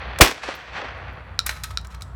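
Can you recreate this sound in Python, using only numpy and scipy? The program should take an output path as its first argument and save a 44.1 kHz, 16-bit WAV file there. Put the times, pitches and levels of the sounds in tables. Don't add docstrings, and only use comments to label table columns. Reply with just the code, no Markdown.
import sys
import numpy as np
from scipy import signal
from scipy.io import wavfile

SR = 44100
rng = np.random.default_rng(int(sys.argv[2]) if len(sys.argv) > 2 else 0)


def generate_wav(sig):
    pcm = np.round(np.clip(np.atleast_2d(sig).T, -1, 1) * 32767).astype(np.int16)
    wavfile.write(sys.argv[1], SR, pcm)


N = 94815
T = np.arange(N) / SR
SHOT_S = .2093
EDGES_HZ = np.geomspace(22, 19000, 25)
CENTRES_HZ = np.sqrt(EDGES_HZ[1:] * EDGES_HZ[:-1])
# frequency_hz, density_db
CONTACT_SPECTRUM = [(200, -21), (700, -10), (1300, 0.5), (2200, 1.5), (3000, -5), (4200, -4), (7000, -7.5),
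                    (10000, -12), (12500, -14), (16000, -25)]


def from_db(db):
    return 10 ** (np.asarray(db) / 20)


def unit_rms(x):
    return x / np.sqrt(np.mean(x ** 2) + 1e-20)


def at_centres(points):
    hz, value = np.transpose(points)
    return np.interp(np.log(CENTRES_HZ), np.log(hz), value)


def decay(age_s, t60_s):
    return np.exp(-np.log(1000) * np.clip(age_s / t60_s, 0, 10))


def swell(start_s, rise_s, t60_s):
    return np.clip((T - start_s) / rise_s, 0, 1) * decay(T - start_s - rise_s, t60_s)


def drift(knots_per_s):
    knots = rng.standard_normal(400)
    return np.interp(T * knots_per_s, np.arange(len(knots)), knots)


def noise_bands(grain_share=0, grains_per_s=5000):
    grains = unit_rms((rng.random(N) < grains_per_s / SR) * rng.standard_normal(N) ** 3)
    white = np.sqrt(1 - grain_share) * rng.standard_normal((2, N)) + np.sqrt(grain_share) * grains
    filters = [signal.butter(4, pair, "band", fs=SR, output="sos") for pair in zip(EDGES_HZ, EDGES_HZ[1:])]
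    return np.array([unit_rms(signal.sosfilt(sos, white[k % 2])) for k, sos in enumerate(filters)])


def band_gains(density_db):
    gain = from_db(density_db) * np.sqrt(np.diff(EDGES_HZ))
    return gain / np.linalg.norm(gain)


def burst(bands, start_s, level_db, rise_s, t60_s, centre_hz, width_octaves):
    colour = band_gains(-10 * np.pi * np.log10(1 + (np.log2(CENTRES_HZ / centre_hz) / width_octaves) ** 2))
    return from_db(level_db) * swell(start_s, rise_s, t60_s) * (colour @ bands)


def ring(force, pitch_hz, t60_s):
    radius, angle = decay(1 / SR, t60_s), 2 * np.pi * pitch_hz / SR
    return signal.lfilter([0, np.sin(angle)], [1, -2 * radius * np.cos(angle), radius ** 2], force + 1e-18)


def impulse(start_s):
    return 1. * (np.arange(N) == int(start_s * SR))


def low_pass(x, cutoff_hz):
    pole = np.exp(-2 * np.pi * cutoff_hz / SR)
    return signal.lfilter([1 - pole], [1, -pole], x)


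def open_air():
    # frequency_hz, density_db
    spectrum = [(25, -30.5), (55, 0), (100, -2.5), (170, -9.5), (300, -24), (600, -21.5), (1200, -17.5),
                (1900, -27), (2600, -40.5), (3700, -34.5), (4700, -51.5), (9000, -54.5), (16000, -62)]
    return from_db(-43) * (band_gains(at_centres(spectrum)) @ noise_bands())


def motor(fundamental_hz=30.66, wander=.012, throb_db=4.5):
    # order, level_db
    harmonics = [(2, -1.5), (3, -10), (4, -20), (5, -23.5)]
    # time_s, level_db
    envelope = [(0, -39), (.11, -36.5), (.3, -39), (.85, -41.5), (1.13, -37), (1.26, -43.5), (1.65, -36.5),
                (2.15, -35.5)]
    turns = np.cumsum(fundamental_hz * (1 + wander * drift(4.4))) / SR
    level_db = np.interp(T, *np.transpose(envelope))
    drone = 0
    for order, db in harmonics:
        amplitude = np.sqrt(2) * from_db(level_db + db + throb_db * drift(32))
        drone += amplitude * np.sin(2 * np.pi * (order * turns + rng.random()))
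    return drone


def air_absorbed(shot_s, grain_share):
    loss_db_per_s = 32 * (CENTRES_HZ / 7000) ** 1.3
    return noise_bands(grain_share) * from_db(-np.outer(loss_db_per_s, np.maximum(T - shot_s, 0)))


def diffuse_echo(bands, edge_hz):
    # frequency_hz, density_db
    spectrum = [(60, -24), (150, -8.5), (300, -11), (600, -1), (1000, -1.5), (1900, 2), (3000, -3.5),
                (5000, -8), (8000, -16), (15000, -22.5)]
    return (band_gains(at_centres(spectrum)) / np.sqrt(1 + (CENTRES_HZ / edge_hz) ** 10)) @ bands


def earlier_shot():
    bands = air_absorbed(shot_s=-.51, grain_share=.3)
    return from_db(-30) * decay(T, t60_s=2.9) * diffuse_echo(bands, edge_hz=4530)


def gun_action(bands):
    # start_s, level_db, rise_s, t60_s, centre_hz, width_octaves
    clicks = [(.1865, -16.5, .0006, .014, 1700, 1.5), (.1897, -28, .0005, .012, 6000, 1.6),
              (.191, -31, .004, .06, 800, 1.2), (.2, -17, .002, .09, 480, .6),
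              (.206, -21, .0005, .03, 2200, 1.4)]
    return from_db(-.5) * sum(burst(bands, *row) for row in clicks)


def muzzle_blast(bands):
    # frequency_hz, density_db
    spectrum = [(40, -7.5), (110, -3), (160, -11.5), (240, -4.5), (370, 0.5), (600, -5.5), (950, -1.5),
                (1500, -6.5), (2500, -1), (3500, -11), (5500, -11), (9000, -16.5), (13000, -17),
                (17000, -18.5)]
    # frequency_hz, t60_s
    decay_times = [(60, .18), (400, 0.26), (2000, 0.22), (5000, 0.24), (9000, 0.19), (15000, 0.161)]
    scatter = sum(gain * band * swell(SHOT_S, 1 / SR, t60)
                  for gain, band, t60 in zip(band_gains(at_centres(spectrum)), bands, at_centres(decay_times)))
    shock = ring(impulse(SHOT_S), pitch_hz=1094, t60_s=.013)
    return from_db(9) * scatter + from_db(10) * shock


def gas_push(start_s=.2148, start_hz=122, end_hz=42, glide_s=.0063):
    age = np.maximum(T - start_s, 0)
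    turns = end_hz * age + (start_hz - end_hz) * glide_s * (1 - np.exp(-age / glide_s))
    return -from_db(12) * np.sin(2 * np.pi * turns) * decay(age, t60_s=.09)


def slaps():
    # start_s, level_db
    arrivals = [(0.2248, -3), (0.2422, -12.5), (0.258, -3.5), (0.2725, -2), (0.295, -9.5), (0.3133, -12),
                (.322, -16.5)]
    envelope = sum(from_db(db) * swell(start, rise_s=.0007, t60_s=.035) for start, db in arrivals)
    return envelope * diffuse_echo(noise_bands(), edge_hz=8000)


def tree_echoes(paths):
    # start_s, level_db, rise_s, t60_s, edge_hz
    arrivals = [(.31, -26.5, 0.047, 2.7, 9300), (.412, -18.5, 0.028, 0.43, 11000),
                (0.471, -19.5, 0.013, 0.53, 10110), (.56, -37.5, 0.24, 2.6, 5060),
                (.712, -21.5, 0.054, 0.67, 9100), (.78, -32, 0.13, 1.15, 2900)]
    return sum(from_db(db) * swell(start, rise, t60) * diffuse_echo(paths[k % len(paths)], edge)
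               for k, (start, db, rise, t60, edge) in enumerate(arrivals))


def firm_echoes(bands):
    # start_s, level_db, rise_s, t60_s, centre_hz, width_octaves
    arrivals = [(0.4332, -17, 0.0022, 0.032, 1600, 1.5), (0.485, -8.5, 0.0043, 0.033, 660, 1.14),
                (0.539, -18, 0.0012, 0.032, 816, 2.2), (.818, -28, 0.0039, 0.12, 496, .9)]
    return sum(burst(bands, *row) for row in arrivals)


def ticks(bands):
    # start_s, level_db, t60_s, centre_hz, width_octaves
    contacts = [(.551, -40, .07, 14000, .4), (0.979, -63, .03, 9070, 0.61),
                (1.133, -61, 0.016, 13030, 0.34), (1.464, -19, 0.013, 12300, 0.41),
                (1.6355, -37.5, 0.032, 10100, 0.86), (1.8128, -39, 0.0076, 4970, .9),
                (1.871, -37, 0.0043, 6530, .9), (2.0215, -38, 0.036, 5700, 0.98)]
    return sum(burst(bands, start, db, .00032, t60, hz, width) for start, db, t60, hz, width in contacts)


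def clacks():
    # start_s, level_db, cutoff_hz
    impacts = [(1.3914, -1, 12350), (1.7735, -5.5, 6000), (2.021, -21.5, 6000)]
    # delay_s, level_db
    bounces = [(.0012, -30.5), (.0052, -24.5), (0.0104, -17), (.0155, -28), (.021, -30)]
    # pitch_hz, level_db, t60_s
    modes = [(1359, -15.5, .025), (3680, -18, 0.0077), (3940, -1, 0.0067), (4920, -14.5, 0.0039),
             (5550, -4, 0.006), (6600, -17.5, 0.0026), (11000, -18, 0.0017)]
    hits = 0
    for start, db, cutoff in impacts:
        contact = impulse(start) + sum(from_db(loss) * impulse(start + lag) for lag, loss in bounces)
        hits += from_db(db) * low_pass(contact, cutoff)
    crack = from_db(-5) * decay(T, t60_s=.005) * (band_gains(at_centres(CONTACT_SPECTRUM)) @ noise_bands())
    body = sum(from_db(db) * ring(hits, hz, t60) * (-1) ** (k // 2) for k, (hz, db, t60) in enumerate(modes))
    return body + signal.fftconvolve(hits, crack)[:N]


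def near_tail(sound, level_db, t60_s):
    response = low_pass(rng.standard_normal(N), 6000) * swell(0, .004, t60_s)
    return sound + from_db(level_db) * signal.fftconvolve(sound, response / np.linalg.norm(response))[:N]


def rattles(bands):
    # start_s, level_db, rise_s, t60_s, tilt_db_per_octave
    slides = [(1.461, -30, .001, 0.045, -0.5), (1.4639, -25.5, 0.0013, 0.082, 1.5),
              (1.4912, -21, 0.0026, 0.039, -0.5), (1.507, -38.5, 0.0055, 0.13, -1),
              (1.563, -40.5, 0.0018, 0.077, -1.5), (1.6349, -26, 0.0026, 0.06, 1.5),
              (1.705, -37.5, 0.0038, 0.048, -.5), (1.846, -36.5, 0.0029, 0.032, -2),
              (1.9026, -48.5, 0.0023, 0.24, -1.5), (1.9424, -40, 0.0055, 0.026, -1.5),
              (2.008, -40.5, 0.0017, 0.028, -0.5)]
    # pitch_hz, level_db, t60_s
    modes = [(1300, -44, 0.15), (1600, -45, 0.094), (1940, -51, 0.019), (2405, -48, 0.03),
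             (4177, -31, 0.027), (5600, -42, 0.085), (7100, -41, 0.029), (12300, -40, .012)]
    rub = 0
    for start, db, rise, t60, tilt in slides:
        colour = band_gains(at_centres(CONTACT_SPECTRUM) + tilt * np.log2(CENTRES_HZ))
        rub += from_db(db) * swell(start, rise, t60) * (colour @ bands)
    return rub + sum(from_db(db) * ring(rub, hz, t60) for hz, db, t60 in modes)


def scene():
    gear = near_tail(clacks(), level_db=-19, t60_s=.19)
    gear_noise = noise_bands(grain_share=.5)
    gear += near_tail(ticks(gear_noise) + rattles(gear_noise), level_db=-12.5, t60_s=.44)
    air = open_air()
    shot_noise = noise_bands(grain_share=.3)
    shot = gun_action(shot_noise) + muzzle_blast(shot_noise) + gas_push() + slaps()
    paths = [air_absorbed(SHOT_S, grain_share=.26) for _ in range(3)]
    rolling = earlier_shot() + tree_echoes(paths)
    flutter = from_db(1.22 * drift(70.78))
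    return (air + motor() + shot + rolling * flutter + firm_echoes(paths[0]) + gear)[None]


def record(dry, threshold_db=-15.5, max_duck_db=15, attack_s=.011, recover_db_per_s=18):
    power = signal.lfilter(np.ones(441) / 441, [1], dry[0] ** 2)
    excess_db = np.clip(10 * np.log10(power + 1e-12) - threshold_db, 0, max_duck_db)
    held_db = np.maximum.accumulate(excess_db + recover_db_per_s * T) - recover_db_per_s * T
    duck_db = low_pass(held_db, 1 / (2 * np.pi * attack_s))
    clipped = np.clip(dry * from_db(-duck_db), -1, 1)
    return signal.sosfilt(signal.ellip(10, .1, 70, 17000, fs=SR, output="sos"), clipped)


dry = scene()
out = record(dry)
generate_wav(out)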